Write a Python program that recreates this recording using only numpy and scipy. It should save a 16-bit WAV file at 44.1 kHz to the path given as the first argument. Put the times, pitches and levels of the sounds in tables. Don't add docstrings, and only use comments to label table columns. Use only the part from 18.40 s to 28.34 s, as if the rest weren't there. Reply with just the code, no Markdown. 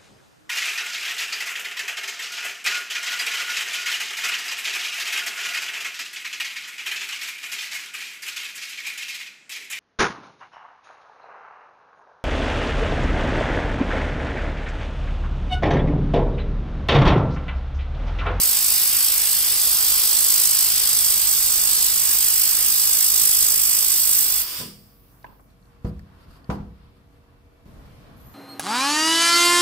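import sys
import numpy as np
from scipy import signal
from scipy.fft import rfft, irfft
from scipy.io import wavfile
from scipy.ndimage import uniform_filter1d

SR = 44100
rng = np.random.default_rng(int(sys.argv[2]) if len(sys.argv) > 2 else 0)


def transcribe(u):
    v = np.clip(np.atleast_2d(u).T, -1, 1)
    q = np.round(v * 32767).astype(np.int16)
    wavfile.write(sys.argv[1], SR, q)


def gain_from_decibels(decibels):
    exponent = np.asarray(decibels, float) / 20
    return 10 ** exponent


N = 438354
TIME = np.arange(N) / SR
BINS = np.fft.rfftfreq(N, 1 / SR) + 1
BEAM_OFF_S = 6.045


def unit(x):
    return x / np.sqrt(np.mean(x ** 2))


def since(s):
    return np.maximum(TIME - s, 0)


def over_hz(table):
    hz, value = np.transpose(table)
    return np.interp(np.log(BINS), np.log(hz), value)


def resonances(table):
    return sum(db / (1 + (2 * (BINS - hz) / width) ** 2) for hz, width, db in table)


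def shape(x, gain):
    return irfft(rfft(x, N) * gain, N)


def walk(rate):
    k = int(SR / rate)
    held = np.repeat(rng.standard_normal(N // k + 1), k)
    return unit(uniform_filter1d(uniform_filter1d(held, k), k)[:N])


def sides(db):
    db = np.atleast_1d(db)
    return gain_from_decibels(np.array([db, -db]) / 2)


def add(out, x, s):
    i = int(s * SR)
    out[:, i:i + x.shape[1]] += x[:, :N - i]


def pair(db, alike, moving=False):
    # time in seconds, samples by which the right port lags
    right_lag = [(0, 1.2), (6.1, 2.9)]
    shared, own = rng.standard_normal(N), rng.standard_normal((2, N))
    late = shared
    if moving:
        hz, s, frames = signal.stft(shared, SR, nperseg=1024)
        lag = np.interp(s, *np.transpose(right_lag))
        late = signal.istft(frames * np.exp(-2j * np.pi * np.outer(hz, lag) / SR), SR)[1][:N]
    alike = np.clip(alike, 0, 1)
    common = shape(np.array([shared, late]), gain_from_decibels(db) * alike ** .5)
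    return common + shape(own, gain_from_decibels(db) * (1 - alike) ** .5)


def breathe(x, edges_hz, slow_db, quick_db):
    band = np.digitize(BINS, edges_hz)
    out = 0
    for k in range(len(edges_hz) + 1):
        out = out + shape(x, band == k) * gain_from_decibels(slow_db * walk(2.3) + quick_db * walk(14))
    return out


def returns():
    spread_ms, echo_db, echo_hz = 26, -17.5, 5000
    lag_s = .002 + rng.random((2, 24, 1)) * spread_ms / 1000
    size = gain_from_decibels(echo_db - 6 * lag_s * 1000 / spread_ms) * np.sign(rng.standard_normal((2, 24, 1)))
    ripple = np.sum(size * np.exp(-2j * np.pi * BINS * lag_s), axis=1)
    return 1 + BINS / (BINS + echo_hz) * 1.5 * ripple


def waver(x, dips):
    drift, rate_hz = .01, 24
    hz, s, frames = signal.stft(x, SR, nperseg=1024)
    at, dip_db = np.minimum(s * SR, N - 1).astype(int), 0
    for centre, width, depth_db in dips:
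        depth = 1.3 * depth_db * np.maximum(.45 + walk(rate_hz)[at], 0) ** 1.5
        away = (hz[:, None] - centre * (1 + drift * walk(1.5)[at])) / width
        dip_db = dip_db - depth * np.exp(-(2 * away) ** 4)
    return signal.istft(frames * gain_from_decibels(dip_db), SR)[1][:, :N]


def echo(length=.9):
    # band in Hz, level in dB, t60 in seconds
    walls = [(60, -6, 1), (127, 1.5, 0.56), (257, 4, 0.46), (500, -1.5, 0.28), (980, 0, 0.38),
             (2000, -15, 0.49), (4500, -12, 0.47), (9000, -20, .3)]
    t, tail = np.arange(int(length * SR)) / SR, 0
    for hz, db, t60 in walls:
        octave = signal.butter(2, [hz / 1.27, hz * 1.53], "bandpass", fs=SR, output="sos")
        mid, side = signal.sosfilt(octave, rng.standard_normal((2, len(t))))
        both = mid + min(0.13 + hz / 1100, 1) * side * np.array([[1], [-1]])
        tail = tail + gain_from_decibels(db - 60 * t / t60) * both / hz ** .5
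    return tail * np.clip(t / 0.0021, 0, 1)


def workshop():
    # frequency in Hz, level in dB per Hz
    rumble_hz = [(12, -42), (20, -8.5), (81, -1.5), (285, -12), (350, -19), (381, -20), (510, -18.5),
                 (648, -26), (1100, -23), (1200, -36.5), (1560, -60), (2640, -120)]
    rustle_hz = [(350, -39), (600, -7), (651, -6.5), (902, -13), (1110, -8.5), (1250, -9.5), (1490, -11.5),
                 (2010, -15.5), (4430, -19.5), (7040, -28.5), (13300, -26), (14500, -26.5), (15000, -55.5)]
    # frequency in Hz, level in dB rms
    fan_tones = [(48.4, -62), (96.9, -75.5), (129.2, -68.5), (285.3, -72.5), (382.2, -78), (473.7, -70.5),
                 (667.5, -75), (1141, -79.5), (2283, -82), (2659, -82.5)]
    machine_s, kick_share, run_up_s = 9.255, 0.75, .2
    busy = np.exp(-.5 * ((TIME - 7.95) / 0.29) ** 2)
    machine = (TIME > machine_s) * (1 - (1 - kick_share) * np.exp(-since(machine_s) / run_up_s))
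    rumble_alike = over_hz([(100, 0.82), (400, 0.54), (900, .1)])
    rumble = gain_from_decibels(-55.5 + 3 * busy + 9 * machine) * unit(pair(over_hz(rumble_hz), rumble_alike))
    rustle = gain_from_decibels(-64 + 3 * busy + 7.5 * machine) * unit(pair(over_hz(rustle_hz), 0.038))
    fans = 0
    for hz, db in fan_tones:
        turn = 2 * np.pi * hz * TIME + 0.76 * walk(3) + hz * np.array([[0], [.0008]])
        fans = fans + gain_from_decibels(db + 4 + 2.5 * walk(4)) * np.sin(turn)
    return breathe(rumble + rustle, [90, 250, 700, 2000, 5500], 0.55, 1.7) + fans


def squeal():
    # multiple of the slip rate, level in dB
    slip_tones = [(3, -22), (4, -12), (5, -20), (6, -15.5), (7, -4), (8, 4), (9, -7)]
    from_hz, to_hz, rise_s = 1420, 1690, .042
    caught = since(9.762)
    hz = to_hz - (to_hz - from_hz) * np.exp(-caught / rise_s)
    gain = np.clip(caught / 0.007, 0, 1) * gain_from_decibels(-57.5 - 10 * np.exp(-caught / .06))
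    turn = 2 * np.pi * np.cumsum(hz * (1 + .026 * walk(600))) / SR
    tones = 0
    for k, db in slip_tones:
        flicker_db = 3.5 * np.array([walk(90), walk(90)])
        tones = tones + gain_from_decibels(db + flicker_db) * np.sin(k * turn + np.array([[0], [k]]))
    return gain * tones


def thuds(blows, low_hz):
    # mode in Hz, level in dB, t60 in seconds
    floor_modes = [(64.8, -5, 0.59), (113, -16, 0.43), (166, -1.5, 0.64), (199.4, 2.5, 0.6),
                   (239.4, 1.5, 0.35), (348, -8.5, .3), (433, 0, 0.36), (490, 8, 0.33), (670, -6, 0.35),
                   (770, -12, .25), (1003, 13.5, 0.24), (1130, -3, .23)]
    out, t = np.zeros((2, N)), np.arange(int(.9 * SR)) / SR
    for s, blow_db, contact_ms, slap_db, delay_ms in blows:
        ring = 0
        for hz, db, t60 in floor_modes:
            a, b = rng.standard_normal(2)
            ring = ring + gain_from_decibels(db + 2.8 * a - 60 * t / t60) * np.sin(2 * np.pi * hz * (1 + 0.015 * b) * t)
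        push = t[:900] * np.exp(-t[:900] * 1000 / contact_ms)
        first = -1.5 * gain_from_decibels(-60 * t / 0.024) * np.sin(2 * np.pi * 170 * t)
        struck = first - 0.29 * ring + gain_from_decibels(30.0) * echo()
        add(out, gain_from_decibels(blow_db) * signal.fftconvolve(struck, push[None] / push.sum(), axes=1), s)
        bright_hz = 620 + 27 * (slap_db + 47)
        slap = gain_from_decibels(-60 * t / 0.089) * rng.standard_normal((2, len(t)))
        slap = slap + gain_from_decibels(38) * signal.lfilter([1, -.9], 1, echo())
        slap = signal.lfilter(*signal.butter(1, [bright_hz / 2, bright_hz * 0.64], "bandpass", fs=SR), slap)
        slap = signal.lfilter(*signal.butter(1, 5500, fs=SR), slap)
        add(out, gain_from_decibels(slap_db + 14.5) * slap, s + delay_ms / 1000)
    return signal.lfilter(*signal.butter(2, low_hz, "highpass", fs=SR), out)


def footsteps():
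    # start in seconds, blow in dB, contact in ms, slap in dB, slap delay in ms
    steps = [
        (7.446, -12.5, 1.22, -30, 1.21),
        (7.882, -25, 2.9, -54, 5.1),
        (8.093, -16.5, 0.52, -20.5, 7.3),
        (8.2, -16.5, 2.3, -38, 2.8),
        (8.267, -30, 1.3, -53, 1.7),
        (9.258, -38.5, 0.87, -50, 2.5),
    ]
    return thuds(steps, low_hz=45.5)


def brushes():
    # start in seconds, length in seconds, level in dB
    drags = [
        (7.458, 0.043, -53),
        (7.797, 0.053, -61),
        (7.889, 0.1, -57.5),
        (8.098, 0.066, -50.5),
        (8.552, 0.034, -69),
    ]
    swell = 0
    for s, length, db in drags:
        swell = swell + gain_from_decibels(db) * np.exp(-.5 * ((TIME - s - length / 2) / (length / 2.7)) ** 2)
    tone = resonances([(1275, 640, 11), (2960, 520, 6.6), (4730, 1300, 14)])
    tone = tone + over_hz([(500, -23), (1000, -4), (6000, -16), (12000, -10), (14400, -13), (15000, -45)])
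    return swell * gain_from_decibels(1.5 * walk(120)) * unit(pair(tone, .2))


def cable_taps():
    # start in seconds, level in dB, mode in Hz, second mode in Hz, t60 in seconds
    tap_list = [(6.829, -51, 4500, 5200, .012), (6.844, -33.5, 970, 1580, 0.039),
                (6.848, -41, 900, 1650, 0.03), (6.865, -44, 1050, 2700, 0.04), (6.888, -48, 1050, 804, .05),
                (6.925, -54, 1080, 900, .06), (6.995, -52, 1100, 800, .07), (7.006, -59, 7800, 1100, 0.022),
                (7.102, -59, 4100, 1030, .03), (7.226, -59, 4200, 1100, .03), (7.255, -56, 4400, 1080, .02),
                (7.593, -42, 1850, 4750, 0.02), (7.5935, -45, 11300, 8200, 0.0095),
                (8.044, -50, 4500, 3300, .02), (9.46, -57, 4900, 4500, 0.022)]
    out, t = np.zeros((2, N)), np.arange(int(.12 * SR)) / SR
    for s, db, hz, second_hz, t60 in tap_list:
        modes = np.sin(2 * np.pi * hz * t) + 0.52 * np.sin(2 * np.pi * second_hz * t)
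        ring = gain_from_decibels(-190 * t / t60) * modes
        blow = gain_from_decibels(-60 * t / t60) * rng.standard_normal((2, len(t)))
        blow[:, 0] = 3
        knock = 0.18 * signal.fftconvolve(ring[None], blow, axes=1)
        add(out, gain_from_decibels(db) * knock * sides(1.5), s)
        add(out, gain_from_decibels(db - 8) * signal.fftconvolve(knock, echo(), axes=1), s)
    return out


def valve_knocks():
    # start in seconds, blow in dB, contact in ms, slap in dB, slap delay in ms
    knocks = [
        (6.188, -36, 1.1, -41, 2.4),
        (6.2, -31, 1.1, -38.5, 3.4),
        (6.212, -33, 0.55, -35, 1.9),
        (6.228, -35, 0.73, -41, 2.5),
        (6.257, -35, 0.67, -44, 3),
    ]
    return thuds(knocks, low_hz=106)


def after_flow():
    # frequency in Hz, level in dB per Hz
    jet_hz = [(180, -32.5), (300, -10), (450, -21), (487, -12), (708, -18), (1100, -7), (1830, -11),
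              (3320, -5), (4130, -9), (4680, 2), (5470, -0.5), (6390, -10), (8730, -2.5), (12500, -19),
              (16200, -38), (22000, -120)]
    leak_hz = [(5000, -55), (8500, -25.5), (8940, -21.5), (9680, -8.5), (10300, -15), (10500, -19.5),
               (10600, -12), (12300, -2.5), (13500, -8), (14900, 0.5), (16000, -10)]
    start = np.clip((TIME - 6.0) / 0.036, 0, 1)
    shut, seated = since(6.21), since(7.05)
    whistle = gain_from_decibels(-29 - 25.5 * since(BEAM_OFF_S) - 193 * shut)
    seep = gain_from_decibels(-55 - 14.5 * shut - 202 * seated)
    blowing = gain_from_decibels(-32 - 141 * shut)
    trickle = gain_from_decibels(-68 - 18 * shut)
    jet = (blowing + trickle) * unit(pair(over_hz(jet_hz), 0.2))
    leak = (whistle + seep) * unit(pair(over_hz(leak_hz), .2))
    return start * breathe(shape(jet + leak, returns()), [4000, 9000, 12000], 0.46, 1.0) * sides(-1.5)


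def weld():
    # frequency in Hz, level in dB per Hz
    gas_hz = [(25, -12.5), (100, -26), (350, -26), (1000, -28), (2500, -16.5), (4500, -8), (7000, -21.5),
              (11000, -14.5), (16000, -11)]
    plume_hz = [(300, -36.5), (2500, -30), (5000, -13.5), (7000, -8.5), (9500, -10), (13000, -10),
                (16000, -8)]
    # centre in Hz, width in Hz, lift or dip in dB
    left_port = [(60.3, 310, -6.5), (910, 95, 0.5), (3240, 100, 2), (3650, 90, -4), (1100, 880, 8.5),
                 (2424, 260, 4), (3994, 140, -6.5), (5140, 1600, 6), (5830, 180, -5.5), (10655, 200, 10.5),
                 (11580, 850, 10), (12260, 300, -2), (13900, 300, 2.5), (15200, 400, 5.5)]
    right_port = [(910, 110, -2), (3900, 90, -2), (1100, 560, 7), (2400, 190, -5), (3930, 110, -4),
                  (4400, 280, -8), (5750, 400, 0.5), (7824, 110, 9), (8390, 625, 12.5), (8630, 300, -3.5),
                  (10660, 500, 2.5), (11800, 300, -4), (12220, 250, -9), (13500, 1500, 7), (15000, 400, -5)]
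    # frequency in Hz, share both ports hear
    shared_part = [(60, .3), (300, 0.45), (700, 1), (1300, 0.36), (2000, 0.75), (2800, 0.55), (6000, 0.71),
                   (9000, 0.51), (15000, 0.33)]
    # multiple of the swing rate, level in dB rms, phase in radians
    hum_tones = [(1, -51.5, 2.3), (2, -64, 2.1), (3, -65, .7), (4, -68, 1.9), (5, -74.5, .3),
                 (7, -71.5, 1.1)]
    # multiple of the swing rate, level in dB rms
    whine_tones = [(9, -64.5), (10, -63.5)]
    # centre in Hz, width in Hz, typical depth in dB
    weld_dips = [(1720, 70, 6), (1930, 80, 7), (2200, 80, 6), (2550, 90, 7), (3080, 90, 7), (3280, 120, 10),
                 (3580, 110, 10), (3780, 90, 7), (3950, 140, 11), (4250, 100, 7), (5700, 120, 7),
                 (5950, 140, 8), (6350, 110, 5), (6650, 110, 5), (7450, 110, 4), (9000, 110, 3),
                 (9600, 140, 4), (10100, 120, 4), (12180, 140, 6)]
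    swing = 2 * np.pi * 52.5 * TIME
    left_s = BEAM_OFF_S - TIME
    on = np.clip(left_s / 0.03, 0, 1)
    welded = np.minimum(TIME, BEAM_OFF_S)
    plume_db = -19.5 + 0.41 * welded - 4.5 * np.clip(1 - left_s / 0.28, 0, 1)
    gas_db = -20 - .5 * welded
    ports, alike = np.array([resonances(left_port), resonances(right_port)]), over_hz(shared_part)
    throb = gain_from_decibels((5.0 + 0.7 * walk(3.7)) * np.cos(swing + 0.25) + 1.0 * walk(300))
    plume = throb * gain_from_decibels(plume_db) * unit(pair(over_hz(plume_hz) + ports, alike, moving=True))
    gas = gain_from_decibels(gas_db) * unit(pair(over_hz(gas_hz) + ports, alike, moving=True))
    hiss = waver(shape(plume + gas, returns()), weld_dips)
    hiss = breathe(hiss, [500, 1500, 3000, 6000, 9200, 12200], 0.55, 0.58) * sides(-3.1 - .2 * welded)
    hum = sum(gain_from_decibels(db + 4.0) * np.cos(k * swing + turn) for k, db, turn in hum_tones)
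    hum = hum * gain_from_decibels(np.interp(TIME, [0, 3], [-3, 0.5]) + 1.5 * walk(2.5)) * sides(-8)
    whine = sum(gain_from_decibels(db + 2.2 * walk(3)) * np.cos(k * swing) for k, db in whine_tones) * sides(4.5)
    return on * (hiss + whine + hum)


def scene():
    # centre in Hz, width in Hz, typical
    # depth in dB
    room_dips = [(3900, 160, 4), (5700, 200, 6), (6300, 200, 8), (6900, 220, 8), (7900, 200, 6),
                 (8800, 200, 7), (9300, 160, 6), (10500, 260, 8), (11200, 160, 5), (13800, 220, 6),
                 (14400, 260, 8)]
    room = waver(workshop() + brushes() + after_flow(), room_dips)
    return room + squeal() + footsteps() + cable_taps() + valve_knocks() + weld()


def top_cut(x):
    return signal.sosfilt(signal.butter(12, 16360, fs=SR, output="sos"), x)


def record(dry):
    low = signal.butter(2, 18, "highpass", fs=SR, output="sos")
    top = signal.ellip(14, .3, 75, 15620, fs=SR, output="sos")
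    rounded = np.tanh(0.9 * signal.sosfilt(low, dry)) / 0.91
    return top_cut(signal.sosfilt(top, rounded))


dry = scene()
out = record(dry)
transcribe(out)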